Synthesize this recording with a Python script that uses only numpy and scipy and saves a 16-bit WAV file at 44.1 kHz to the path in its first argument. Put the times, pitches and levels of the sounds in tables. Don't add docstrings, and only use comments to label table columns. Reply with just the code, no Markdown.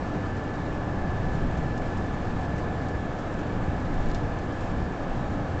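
import sys
import numpy as np
from scipy import signal
from scipy.fft import rfft, irfft, next_fast_len
from scipy.io import wavfile
from scipy.ndimage import uniform_filter1d

SR = 44100
rng = np.random.default_rng(int(sys.argv[2]) if len(sys.argv) > 2 else 0)


def natural_amplitude(level_db):
    exponent = np.asarray(level_db, float) / 20
    return 10 ** exponent


def put_to_file(sound):
    columns = np.atleast_2d(sound).T
    safe = np.clip(columns, -1, 1)
    whole_steps = np.round(safe * 32767)
    wavfile.write(sys.argv[1], SR, whole_steps.astype(np.int16))


N = 246959

# f/Hz, level/(dB per Hz)
ROAR_SPECTRUM = [(29, -47.5), (42, -61), (70, -52.5), (185, -55.5), (205, -60), (300, -59.5), (400, -64.5),
                 (630, -64), (770, -63.5), (800, -67), (1300, -71), (1760, -75), (2100, -81), (5200, -95),
                 (7400, -98.5)]
# f/Hz, width/Hz, gain/dB
CAB_HOLLOWS = [(68, 14, 3), (85, 14, -3), (140, 20, -2), (175, 20, 2), (270, 25, -2), (650, 25, -3),
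               (690, 60, 1), (970, 60, -4), (1015, 30, 3), (1070, 40, -3), (1430, 120, -3), (1880, 100, -3),
               (2280, 70, 3)]
# t/s, level/dB
RUMBLE_LEVEL = [(0, -32.5), (.55, -34.5), (1.0, -31), (1.35, -29.5), (1.9, -31), (2.6, -31.5), (3.0, -31),
                (3.2, -36.5), (3.55, -31.5), (3.8, -31), (4.0, -29), (4.4, -32), (4.55, -37), (4.8, -29.5),
                (4.97, -38), (5.2, -32), (5.6, -29.5)]
# t/s, pitching level/dB, bounce level/dB
ROAD_BUMPS = [(.53, -45, -47.5), (1.1, -42, -42.5), (1.31, -31, -35), (1.48, -32, -39.5),
              (1.8, -33.5, -37.5), (2.1, -34.5, -43.5), (2.26, -39, -36), (3.29, -40, -45),
              (3.63, -44, -39.5), (3.95, -26.5, -27.5), (4.1, -31, -44.5), (4.25, -33, -51),
              (4.5, -46, -37.5), (4.68, -33, -44.5), (5.1, -31, -45), (5.42, -39, -45)]
CAB_MODES_HZ = (10.5, 23.5)
# t/s, ring peak/dB, brightness/Hz, scratch T60/s
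TRIM_KNOCKS = [(1.574, -45, 5600, .09), (1.7769, -44.5, 5800, .1), (1.9719, -45.5, 6000, .1),
               (2.58, -45, 6500, .12), (2.884, -45.5, 5500, .08), (3.1862, -46, 5800, .08),
               (3.3907, -47, 5800, .1), (3.941, -46, 5200, .03), (4.0854, -47, 7000, .04),
               (4.0991, -43, 3500, .05), (4.105, -40, 3000, .04), (4.1138, -36, 3700, .016),
               (4.117, -47, 7000, .03), (4.146, -33.5, 5000, .03), (4.1505, -39.5, 4100, .088),
               (4.1583, -42, 3000, .088), (4.237, -49, 4000, .05), (4.3874, -46, 6400, .05),
               (4.607, -46, 5500, .07)]
# f/Hz, level/dB, T60/s
TRIM_MODES = [(2820, -1, .015), (3580, 0, .014), (4190, 0, .02), (4700, -5, .012), (5520, -3, .018),
              (6300, -4, .012), (6870, -2, .015), (7400, -1, .018), (8100, 3, .012)]
# t/s, working cycles per s
ENGINE_SPEED = [(0, 16.025), (1.1, 15.978), (1.4, 15.99), (2.8, 15.94), (4.2, 15.875), (4.8, 15.885),
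                (5.6, 15.78)]
# order, level/dB rms
ORDER_COMB = [(1, -58), (20, -58), (30, -62), (60, -65), (90, -68), (105, -66), (110, -63), (120, -74)]
# order, level/dB rms before load and waver
STRONG_ORDERS = [(2, -48), (4, -48), (6, -40), (7, -45), (8, -45), (11, -49), (13, -50), (15, -47),
                 (16, -49), (17, -51), (19, -51), (25, -54), (30, -53), (52, -50), (108, -51), (109, -60),
                 (111, -62)]
# order, level/dB rms before load and waver
SHAFT_ORDERS = [(18.38, -45), (47.5, -54), (48.33, -59), (142.67, -72)]
# t/s, gain of order 18.38/dB, gain of order 108/dB
GEAR_LOAD = [(0, 2, 3), (.6, 3, 3), (1.3, 0, 3), (2.3, 2, 3), (2.8, -3, 2), (3.5, 1, -1), (4.2, -1, 0),
             (4.7, -4, -2), (5.3, 1, -2)]
# f/Hz, gain/dB
MIC_ROLLOFF = [(7400, -0.5), (7800, -5.5), (8000, -10.5), (8200, -10.5), (8700, -23), (9000, -36),
               (9300, -74.5)]


def read(points, hz):
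    f, value = np.transpose(points)
    return np.interp(np.log(hz + 1), np.log(f + 1), value)


def wander(top_hz, count=1):
    t = np.arange(0, N + 256, 256) / SR
    f = np.geomspace(top_hz / 12, top_hz, num=16)
    angle = 2 * np.pi * (f * t[:, None, None] + rng.random((count, 16)))
    curves = (np.sin(angle) / np.sqrt(f)).sum(-1).T
    return [np.interp(np.arange(N) / SR, t, c / c.std()) for c in curves]


def jolts(t):
    bump_s, *peaks_db = np.transpose(ROAD_BUMPS)[:, :, None]
    levels_db = []
    for peak_db, (lag_s, spread_s, calm_db) in zip(peaks_db, [(0, .07, -44), (.11, .08, -45)]):
        swells = natural_amplitude(2 * peak_db) * np.exp(-((t - bump_s - lag_s) / spread_s) ** 2)
        levels_db.append(10 * np.log10(natural_amplitude(2 * calm_db) + swells.sum(0)))
    return levels_db


def roar(patchy_db=0.74, flicker_db=1., low_hz=260., high_hz=2500., hiss_db_per_bounce_db=0.12):
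    stft_size = dict(nperseg=2048, noverlap=1536)
    hz, t, noise = signal.stft(rng.standard_normal(N), SR, **stft_size)
    colour_db = read(ROAR_SPECTRUM, hz)
    for f, width, db in CAB_HOLLOWS:
        colour_db = colour_db + db / (1 + (2 * (hz - f) / width) ** 2)
    colour_db -= 40 * np.clip(1 - hz / 26, 0, 1)

    patches = rng.standard_normal(noise.shape)
    patches = uniform_filter1d(patches, size=20, axis=0)
    patches = uniform_filter1d(patches, size=6, axis=1)
    field_db = colour_db[:, None] + patchy_db * patches / patches.std()

    low = 1 / (1 + (hz / low_hz) ** 4)
    high = 1 / (1 + (high_hz / (hz + 1)) ** 4)
    rumble_s, rumble_db = np.transpose(RUMBLE_LEVEL)
    field_db += np.outer(low, np.interp(t, rumble_s, rumble_db - rumble_db.mean()))
    bounce_db = jolts(t)[1]
    hiss_db = hiss_db_per_bounce_db * (bounce_db - bounce_db.mean())
    field_db += np.outer(high, hiss_db + flicker_db * rng.standard_normal(len(t)))
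    sound = signal.istft(noise * natural_amplitude(field_db), SR, **stft_size)[1][:N]
    return np.sqrt(SR / 2) * sound


def shake(drift=0.1, waver_db=1.0):
    t, out = np.arange(0, N + 256, 256) / SR, np.zeros(N)
    pitching_db, bounce_db = jolts(t)
    sways, wavers = wander(5.2, count=2), wander(11.0, count=2)
    for hz, db, sway, waver in zip(CAB_MODES_HZ, (bounce_db, pitching_db), sways, wavers):
        level = natural_amplitude(np.interp(np.arange(N) / SR, t, db) + waver_db * waver)
        turns = np.cumsum(hz * (1 + drift * sway)) / SR
        out += level * np.sqrt(2) * np.sin(2 * np.pi * turns)
    return out


def knocks(count=160, faint_db=-49, faint_t60_s=.07, bounce_half_db=-37):
    when, size, tone, luck = rng.random((count, 4)).T
    s = when * N / SR
    heard = luck < 1 / (1 + natural_amplitude(2 * (bounce_half_db - jolts(s)[1])))
    peak_db = faint_db - 6 * size
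    bright_hz = 3500 + 3500 * tone
    rows = zip(s[heard], peak_db[heard], bright_hz[heard])
    return TRIM_KNOCKS + [(a, b, c, faint_t60_s) for a, b, c in rows]


def trim(octaves=.55, puff_db=-.5, attack_s=.0003):
    size = 4000
    t, out = np.arange(size) / SR, np.zeros(N + size)
    for s, db, bright_hz, scratch_t60_s in knocks():
        ring = np.zeros(size)
        for hz, mode_db, t60_s in TRIM_MODES:
            decay = natural_amplitude(mode_db - 60 * t / min(t60_s, scratch_t60_s))
            nearness = np.exp(-.5 * (np.log2(hz / bright_hz) / octaves) ** 2)
            ring += decay * nearness * np.cos(2 * np.pi * hz * t)
        ring *= np.minimum(t / attack_s, 1)
        band_hz = [.55 * bright_hz, min(1.5 * bright_hz, 9500)]
        band = signal.butter(2, band_hz, "band", fs=SR, output="sos")
        scratch = signal.sosfilt(band, rng.standard_normal(size))
        puff = scratch * natural_amplitude(puff_db - 60 * t / scratch_t60_s)
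        out[round(s * SR):][:size] += natural_amplitude(db) * (ring / abs(ring).max() + puff)
    return out[:N]


def engine(waver_db=1.5, waver_hz=8., slip_turns=.03, flutter=.0012, scatter_db=6., step=6):
    t = np.arange(0, N, step) / SR
    speed = np.interp(t, *np.transpose(ENGINE_SPEED))
    speed = speed * (1 + flutter * wander(waver_hz)[0][::step])
    cycles = np.cumsum(speed) * step / SR

    orders = np.arange(1, ORDER_COMB[-1][0] + 1)
    comb_db = np.interp(orders, *np.transpose(ORDER_COMB))
    comb_db += scatter_db * rng.uniform(-1.1, 1, len(orders))
    lines = dict(zip(orders, comb_db))
    lines.update(STRONG_ORDERS + SHAFT_ORDERS)

    level = natural_amplitude(waver_db * np.array(wander(waver_hz, count=12))[:, ::step])
    phase = slip_turns * np.array(wander(waver_hz, count=11))[:, ::step]
    load_s, *load_db = np.transpose(GEAR_LOAD)
    load = {order: natural_amplitude(np.interp(t, load_s, db)) for order, db in zip((18.38, 108), load_db)}
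    start, out = rng.random(len(lines)), np.zeros(len(t))
    for k, (order, db) in enumerate(lines.items()):
        angle = 2 * np.pi * (order * cycles + start[k] + phase[k % 11])
        peak = natural_amplitude(db) * np.sqrt(2) * load.get(order, 1)
        out += peak * level[k % 12] * np.sin(angle)
    return signal.resample_poly(out, step, 1, window=("kaiser", 10))[:N]


def scene():
    return (roar() + shake() + trim() + engine())[None]


def top_cut(x):
    return signal.sosfilt(signal.butter(12, 9020, fs=SR, output="sos"), x)


def record(dry):
    camera_rate_hz = 16000
    size = next_fast_len(N)
    hz = np.fft.rfftfreq(size, 1 / SR)
    limited = irfft(rfft(dry, size) * (hz < camera_rate_hz / 2), size)
    mirror = 1 + 2 * np.cos(2 * np.pi * camera_rate_hz * np.arange(size) / SR)
    mirrored = limited * mirror
    gain = natural_amplitude(read(MIC_ROLLOFF, hz)) * (hz < MIC_ROLLOFF[-1][0])
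    mix = irfft(rfft(mirrored) * gain, size)[:, :N]
    return top_cut(mix)


dry = scene()
out = record(dry)
put_to_file(out)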